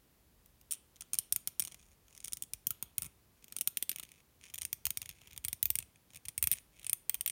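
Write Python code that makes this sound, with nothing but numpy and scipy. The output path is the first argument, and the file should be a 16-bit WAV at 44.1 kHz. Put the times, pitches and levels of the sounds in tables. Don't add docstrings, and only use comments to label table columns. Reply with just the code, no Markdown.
import sys
import numpy as np
from scipy import signal
from scipy.fft import rfft, irfft, next_fast_len
from scipy.io import wavfile
from scipy.ndimage import map_coordinates

SR = 44100
rng = np.random.default_rng(int(sys.argv[2]) if len(sys.argv) > 2 else 0)


def to_wav(sig):
    pcm = np.clip(np.atleast_2d(sig), -1, 1) * 32767
    pcm = np.round(pcm).astype(np.int16)
    wavfile.write(sys.argv[1], SR, pcm.T)


N = 322361

# (frequency [Hz], relative level [dB])
HISS_SPECTRUM = [(35, -20), (60, -3), (380, -15), (698, -20.5), (1170, -22), (1310, -24), (2410, -25.5),
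                 (3760, -27), (7940, -29), (12700, -25.5), (16000, -26)]
# (frequency [Hz], relative level [dB])
RUMBLE_SPECTRUM = [(18, -57), (42, 11.5), (75, -1.5), (160, -21.5), (400, -58), (2000, -55)]
# (time [s], relative level [dB])
RUMBLE_LEVELS = [(0.0, -82.5), (2.61, -78.5), (4.46, -90), (4.58, -77.5), (5.6, -90), (5.96, -87),
                 (7.31, -78.5)]
# (frequency [Hz], time to fade by 60 dB [s])
ROOM_FADES = [(300, 0.83), (2500, 0.44), (9000, 0.31), (16000, 0.2)]
# (delay [s], level [dB])
WALL_ECHOES = [(0.0145, -32), (0.0165, -51), (.0236, -61), (0.0278, -58)]
# (frequency [Hz], relative level [dB], time to fade by 60 dB [s])
HOUSING_TONES = [(362, -16, 0.016), (747, -9.5, 0.016), (1082, 0.5, 0.0076), (1310, -1, 0.015),
                 (2256, -6, 0.039), (2416, -1, 0.019), (2566, 12, 0.0087), (2878, 11, 0.0064),
                 (3154, 16.5, 0.0049), (3464, -0.5, 0.0055), (3940, -26, 0.007)]
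COVER_TONES = [(5870, -7, 0.0087), (6530, -15.5, 0.0045), (6470, -4, 0.0066), (6820, 1.5, 0.003)]
SHAFT_TONES = [(9450, -7.5, 0.00056), (8920, -1, 0.0062), (8940, -44.5, 0.013), (9170, -10, 0.0081),
               (9426, -0.5, 0.0082), (11050, -6.5, 0.0008)]
PIN_TONES = [(12020, -27.5, 0.0054), (11800, -4, 0.0025), (12210, 10.5, 0.0034), (13720, 1, 0.0024),
             (13700, -5.5, 0.0094), (13300, 0, 0.01), (14550, 7, 0.0075), (14000, 2, 0.00048)]
# (time [s], tilt of high tones to the treble [dB],
# boost of low tones [dB], lingering rattle [dB], typical starting pitch of a jolt [Hz])
GRIP_CHANGES = [(.5, 13.5, 7.5, -12, 308), (1.6, 6, 6, -21, 324), (2.3, 6, 3, -43, 288),
                (2.75, 12, 10, -12.5, 261), (3.1, -13, 4, -21, 269), (3.7, 14, 3, -44, 420),
                (4.1, -5, -2, -43, 358), (4.5, 3, 0, -46, 217), (5.5, 2, 1.5, -27, 238),
                (6.4, -4, -3, -29, 210), (7.3, 2, 1, -32, 240)]
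# (time [s], housing [dB], cover [dB], jolt [dB])
MEDIUM_KNOCK_LEVELS = [(.5, -55, -47, -74), (.75, -48, -39.5, -78), (1.1, -45.5, -37, -58),
                       (1.7, -43, -38, -56), (2.2, -47, -37.5, -62.5), (2.7, -43.5, -39, -51),
                       (3.05, -47, -42.5, -50), (3.5, -45.5, -40.5, -57.5), (3.8, -37, -39.5, -58),
                       (4.1, -43.5, -41.5, -60.5), (4.45, -42.5, -38, -62), (4.9, -39.5, -37, -53),
                       (5.4, -42.5, -40.5, -51), (5.8, -42, -41, -52), (6.2, -45, -41.5, -55.5),
                       (6.45, -41, -41, -47.5), (6.54, -43.5, -45, -58), (6.9, -43.5, -43.5, -60),
                       (7.3, -40.5, -42.5, -68)]
# (start [s], length [s], housing level [dB], cover and shaft level [dB])
TOOTH_SLIDES = [(1.66, 0.279, -75, -69.5), (2.087, 0.18, -77, -72), (3.39, 0.25, -79, -77.5),
                (3.94, 0.27, -71, -73), (4.428, 0.075, -63, -64), (4.54, 0.077, -79, -78),
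                (5.054, 0.15, -69, -70), (5.23, 0.11, -67, -70), (6.122, 0.048, -73, -66),
                (6.52, 0.066, -62.5, -60), (6.744, 0.16, -68.5, -69.5)]
# (time [s], strength in shaft and pins together [dB], the pins' share of that energy [0-1])
GEAR_KNOCKS = [(0.4594, -56.5, 0.77), (0.6124, -57.5, 0.8), (0.709, -35.5, 0), (0.7114, -35.5, 0.4),
               (0.7158, -34, 0.3), (0.722, -27, 0.12), (0.728, -42, 0.14), (0.7345, -35, 0.13),
               (0.742, -45, 0.12), (0.7515, -55, 0.7), (0.9586, -61, 0.38), (0.9647, -61, 0.6),
               (1.0078, -40.5, 0.3), (1.011, -46, 0.3), (1.0203, -43.5, 0), (1.133, -26.5, 0.18),
               (1.142, -30, 0.31), (1.152, -41, 0.3), (1.1865, -22, 0.38), (1.3238, -20.5, 0.47),
               (1.3611, -24.5, 0.44), (1.4738, -27, 0.6), (1.5955, -23, 0.6), (1.601, -27.5, 0.25),
               (1.622, -31.5, 0), (1.6382, -49, 0.5), (1.65, -36.5, 0.22), (1.6733, -42, 0.17),
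               (1.6787, -46.5, 0.32), (1.7145, -61, 0.04), (1.72, -50.5, 0.2), (1.744, -49, 0.44),
               (1.8014, -73, 0.26), (1.827, -68, 0.25), (2.0815, -65, 0.7), (2.1272, -63, 0.27),
               (2.1498, -55.5, 0.13), (2.1642, -61, 0.37), (2.1766, -48.5, 0.29), (2.203, -49, 0.1),
               (2.242, -46, 0.58), (2.2453, -35.5, 0.14), (2.256, -44, 0.35), (2.274, -48, 0.25),
               (2.2807, -39, 0.19), (2.3227, -40.5, 0.1), (2.3322, -29, 0.18), (2.37, -42, 0.4),
               (2.4229, -31, 0.36), (2.436, -45, 0.32), (2.5346, -31, 0.35), (2.6692, -23.5, 0.86),
               (2.706, -28, 0.85), (2.8256, -30.5, 0.68), (2.9811, -24, 0.68), (3.0202, -32, 0.4),
               (3.031, -41, 0.37), (3.044, -45, 0.6), (3.051, -46, 0.38), (3.059, -45, 0.19),
               (3.0637, -45, 0.14), (3.425, -67, 0.1), (3.4421, -50, 0.7), (3.481, -55.5, 0.61),
               (3.523, -41, 0.44), (3.5645, -31, 0.17), (3.5858, -36, 0.4), (3.61, -25.5, 0.37),
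               (3.6168, -40, 0.6), (3.6738, -21.5, 0.76), (3.7711, -26, 0.7), (3.825, -26.5, 0.58),
               (3.8934, -26, 0.81), (3.9152, -34.5, 0.45), (3.9284, -52, 0.43), (3.9599, -36.5, 0.4),
               (3.9846, -43, 0.6), (3.9969, -38, 0.5), (4.029, -48, 0.6), (4.0335, -43, 0.3),
               (4.051, -59, 0.73), (4.09, -60, 0.6), (4.1172, -52, 0.45), (4.4413, -58, 0.19),
               (4.454, -59, 0.5), (4.483, -65, 0.47), (4.4996, -56.5, 0.5), (4.539, -44, 0.6),
               (4.543, -37, 0.6), (4.5565, -43.5, 0.46), (4.5797, -42, 0.68), (4.5848, -38, 0.2),
               (4.6129, -44, 0.18), (4.618, -32.5, 0.25), (4.6307, -43, 0.17), (4.6512, -30, 0.23),
               (4.7286, -27.5, 0.7), (4.854, -25.5, 0.8), (4.867, -28, 0.88), (4.9048, -28.5, 0.6),
               (4.972, -29.5, 0.49), (5.017, -37, 0.56), (5.0275, -49, 0.18), (5.058, -44.5, 0.3),
               (5.0915, -40, 0.58), (5.1, -51, 0), (5.111, -54, 0.3), (5.216, -60, 0.7), (5.2724, -54, 0.7),
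               (5.3104, -58, 0.8), (5.331, -52, 0.6), (5.3629, -50, 0.7), (5.3767, -37, 0.33),
               (5.442, -43, 0.5), (5.4485, -28.5, 0.36), (5.483, -29.5, 0.8), (5.529, -29, 0.37),
               (5.628, -20.5, 0.95), (5.6554, -23, 0.98), (5.7028, -22, 0.9), (5.7543, -25.5, 0.4),
               (5.7872, -27, 0.35), (5.8027, -48, 0.1), (5.8252, -47, 0.1), (5.958, -63, 0),
               (6.1044, -61, 0.1), (6.134, -58, 0.42), (6.1465, -51, 0.4), (6.1577, -48, 0.34),
               (6.1617, -48, 0.2), (6.171, -49.5, 0.2), (6.253, -44.5, 0.36), (6.2567, -46, 0.4),
               (6.2838, -33.5, 0.17), (6.289, -41, 0.6), (6.3784, -27, 0.4), (6.4261, -21, 0.61),
               (6.4397, -25, 0.76), (6.472, -21.5, 0.57), (6.5145, -20, 0.77), (6.5164, -27, 0.7),
               (6.5245, -30, 0.3), (6.5292, -28, 0.5), (6.5354, -30, 0), (6.5554, -52, 0.25),
               (6.57, -55, 0.59), (6.795, -53, 0.31), (6.8153, -61, 0.07), (6.83, -53, 0.3),
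               (6.8447, -42.5, 0.17), (6.866, -31.5, 0.07), (6.8955, -26, 0.12), (6.9305, -21, 0.43),
               (7.0951, -21.5, 0.6), (7.1433, -27.5, 0.63), (7.151, -41.5, 1), (7.2093, -27.5, 0.37),
               (7.2605, -25.5, 0.87), (7.2766, -27, 0.36), (7.283, -47, 0.16), (7.2978, -31, 0.1)]

MEDIUM_KNOCK_DB = -30
HOUSING_GROWTH, COVER_GROWTH, JOLT_GROWTH = 0.54, 0.69, 0.38
SLIDE_RISE_S, SLIDE_FALL_S = 0.027, 0.013
TICKS_PER_S, CATCHES_PER_S, CATCH_BOOST_DB = 1500, 60, 15.5


def amp(db):
    return 10 ** (np.asarray(db) / 20)


def unit(x):
    return x / np.sqrt(np.mean(x ** 2) + 1e-20)


def along(points, hz):
    frequencies, values = np.transpose(points)
    return np.interp(np.log(hz + 1), np.log(frequencies + 1), values)


def filtered(x, response):
    size = next_fast_len(N + SR // 2)
    return irfft(rfft(x, size) * response(np.fft.rfftfreq(size, 1 / SR)), size)[..., :N]


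def add(track, s, sound):
    track[round(s * SR):][:len(sound)] += sound


def hiss():
    return amp(-68.5) * unit(filtered(rng.standard_normal(N), lambda hz: amp(along(HISS_SPECTRUM, hz))))


def hand_rumble(lumps_per_s=15):
    t = np.arange(N) / SR
    lumps = map_coordinates(rng.standard_normal(N * lumps_per_s // SR + 4), [t * lumps_per_s])
    low_noise = filtered(rng.standard_normal(N), lambda hz: amp(along(RUMBLE_SPECTRUM, hz)))
    level_db = np.interp(t, *np.transpose(RUMBLE_LEVELS)) + 5.5
    return amp(level_db) * unit(low_noise * amp(4.5 * lumps))


def room_ring(x, delay_s=0.0044):
    out, step = np.zeros(N + SR), SR // 10
    for start in range(0, N, step):
        hz, t, noise = signal.stft(rng.standard_normal(SR // 3), SR, nperseg=256)
        fade = amp(-60 * t / along(ROOM_FADES, hz)[:, None])
        tail = signal.istft(noise * fade, SR, nperseg=256)[1]
        tail /= np.linalg.norm(tail)
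        add(out, start / SR + delay_s, signal.fftconvolve(x[start:start + step], tail))
    return out[:N]


def wall_echoes(x):
    return sum(amp(db) * np.pad(x, (round(s * SR), 0))[:N] for s, db in WALL_ECHOES)


def grip(s):
    times, *columns = np.transpose(GRIP_CHANGES)
    return [np.interp(s, times, column) for column in columns]


def knock_levels(s, strength_db):
    times, *parts = np.transpose(MEDIUM_KNOCK_LEVELS)
    return [np.interp(s, times, db) + growth * (strength_db - MEDIUM_KNOCK_DB)
            for db, growth in zip(parts, (HOUSING_GROWTH, COVER_GROWTH, JOLT_GROWTH))]


def jolts(end_hz=55):
    out, t = np.zeros(N + SR), np.arange(3000) / SR
    for s, strength_db, _ in GEAR_KNOCKS:
        *_, typical_hz = grip(s)
        *_, jolt_db = knock_levels(s, strength_db)
        start_hz = typical_hz * amp(1.5 * rng.standard_normal())
        hz = end_hz + (start_hz - end_hz) * np.exp(-t / 0.0082)
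        age = t * start_hz / 1.83
        swell = age * np.exp(1 - age)
        add(out, s, amp(jolt_db) * swell * np.sin(2 * np.pi * np.cumsum(hz) / SR))
    return out[:N]


def ring(tones, chatter, tilt_db=0, low_db=0, scatter_db=2.5, detune=0.015):
    hz, db, fade_s = np.transpose(tones)[..., None]
    t = np.arange(1500) / SR
    level_shift, pitch_shift = rng.standard_normal((2, len(tones), 1))
    grip_db = np.where(hz > 1800, tilt_db * np.tanh(3 * np.log2(hz / 2600)), low_db)
    db = db + scatter_db * level_shift + grip_db
    waves = np.sin(2 * np.pi * hz * (1 + detune * pitch_shift) * t)
    ringing = np.sum(amp(db - 60 * t / fade_s) * waves, axis=0)
    onset = (1 - np.exp(-t / 0.000077)) ** 2
    sound = signal.fftconvolve(ringing * onset, chatter)
    return sound / np.sqrt(np.mean(sound[:120] ** 2))


def tooth_rasp():
    t = np.arange(N) / SR
    chance = rng.random(N) * SR
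    size = (chance < TICKS_PER_S) + amp(CATCH_BOOST_DB) * (chance < CATCHES_PER_S)
    ticks = size * rng.standard_normal(N) * amp(3.1 * rng.exponential(size=N))
    clean_tap = dict(chatter=[1], scatter_db=0, detune=0)
    housing = ring(HOUSING_TONES, tilt_db=-8, low_db=-18, **clean_tap)
    cover_and_shaft = ring(COVER_TONES, **clean_tap) + amp(-1) * ring(SHAFT_TONES, **clean_tap)
    levels = np.zeros((2, N))
    for s, length, *db in TOOTH_SLIDES:
        corners = [s - SLIDE_RISE_S, s, s + length, s + length + SLIDE_FALL_S]
        levels += amp(db)[:, None] * np.interp(t, corners, [0, 1, 1, 0])
    return sum(level * unit(signal.fftconvolve(ticks, part)[:N])
               for level, part in zip(levels, (housing, cover_and_shaft)))


def gear_knocks(peak_s=0.00045):
    out, t = np.zeros(N + SR), np.arange(5000) / SR
    blow = t / peak_s * np.exp(1 - t / peak_s)
    metal_force = blow + amp(-18 - 60 * t / 0.042) + amp(-27 - 60 * t / 0.051)
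    for s, strength_db, pin_share in GEAR_KNOCKS:
        housing_db, cover_db, _ = knock_levels(s, strength_db)
        tilt_db, low_db, rattle_db, _ = grip(s)
        grit = rng.standard_normal(len(t)) * amp(5 * rng.standard_normal(len(t)))
        housing_force = blow + amp(9 - 60 * t / 0.018) + amp(rattle_db - 60 * t / 0.36)
        add(out, s, amp(housing_db) * ring(HOUSING_TONES, housing_force * grit, tilt_db, low_db))
        chatter = metal_force * grit
        add(out, s, amp(cover_db) * ring(COVER_TONES, chatter))
        add(out, s, amp(strength_db) * np.sqrt(1 - pin_share) * ring(SHAFT_TONES, chatter))
        add(out, s, amp(strength_db) * np.sqrt(pin_share) * ring(PIN_TONES, chatter))
    return out[:N]


def scene():
    axle = gear_knocks() + tooth_rasp()
    echoes = wall_echoes(axle) + amp(-22) * room_ring(axle)
    return (axle + echoes + jolts() + hiss() + hand_rumble())[None]


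def record(dry):
    top_hz = 16500
    return filtered(dry, lambda hz: 1 / (1 + (hz / top_hz) ** 120))


dry = scene()
out = record(dry)
to_wav(out)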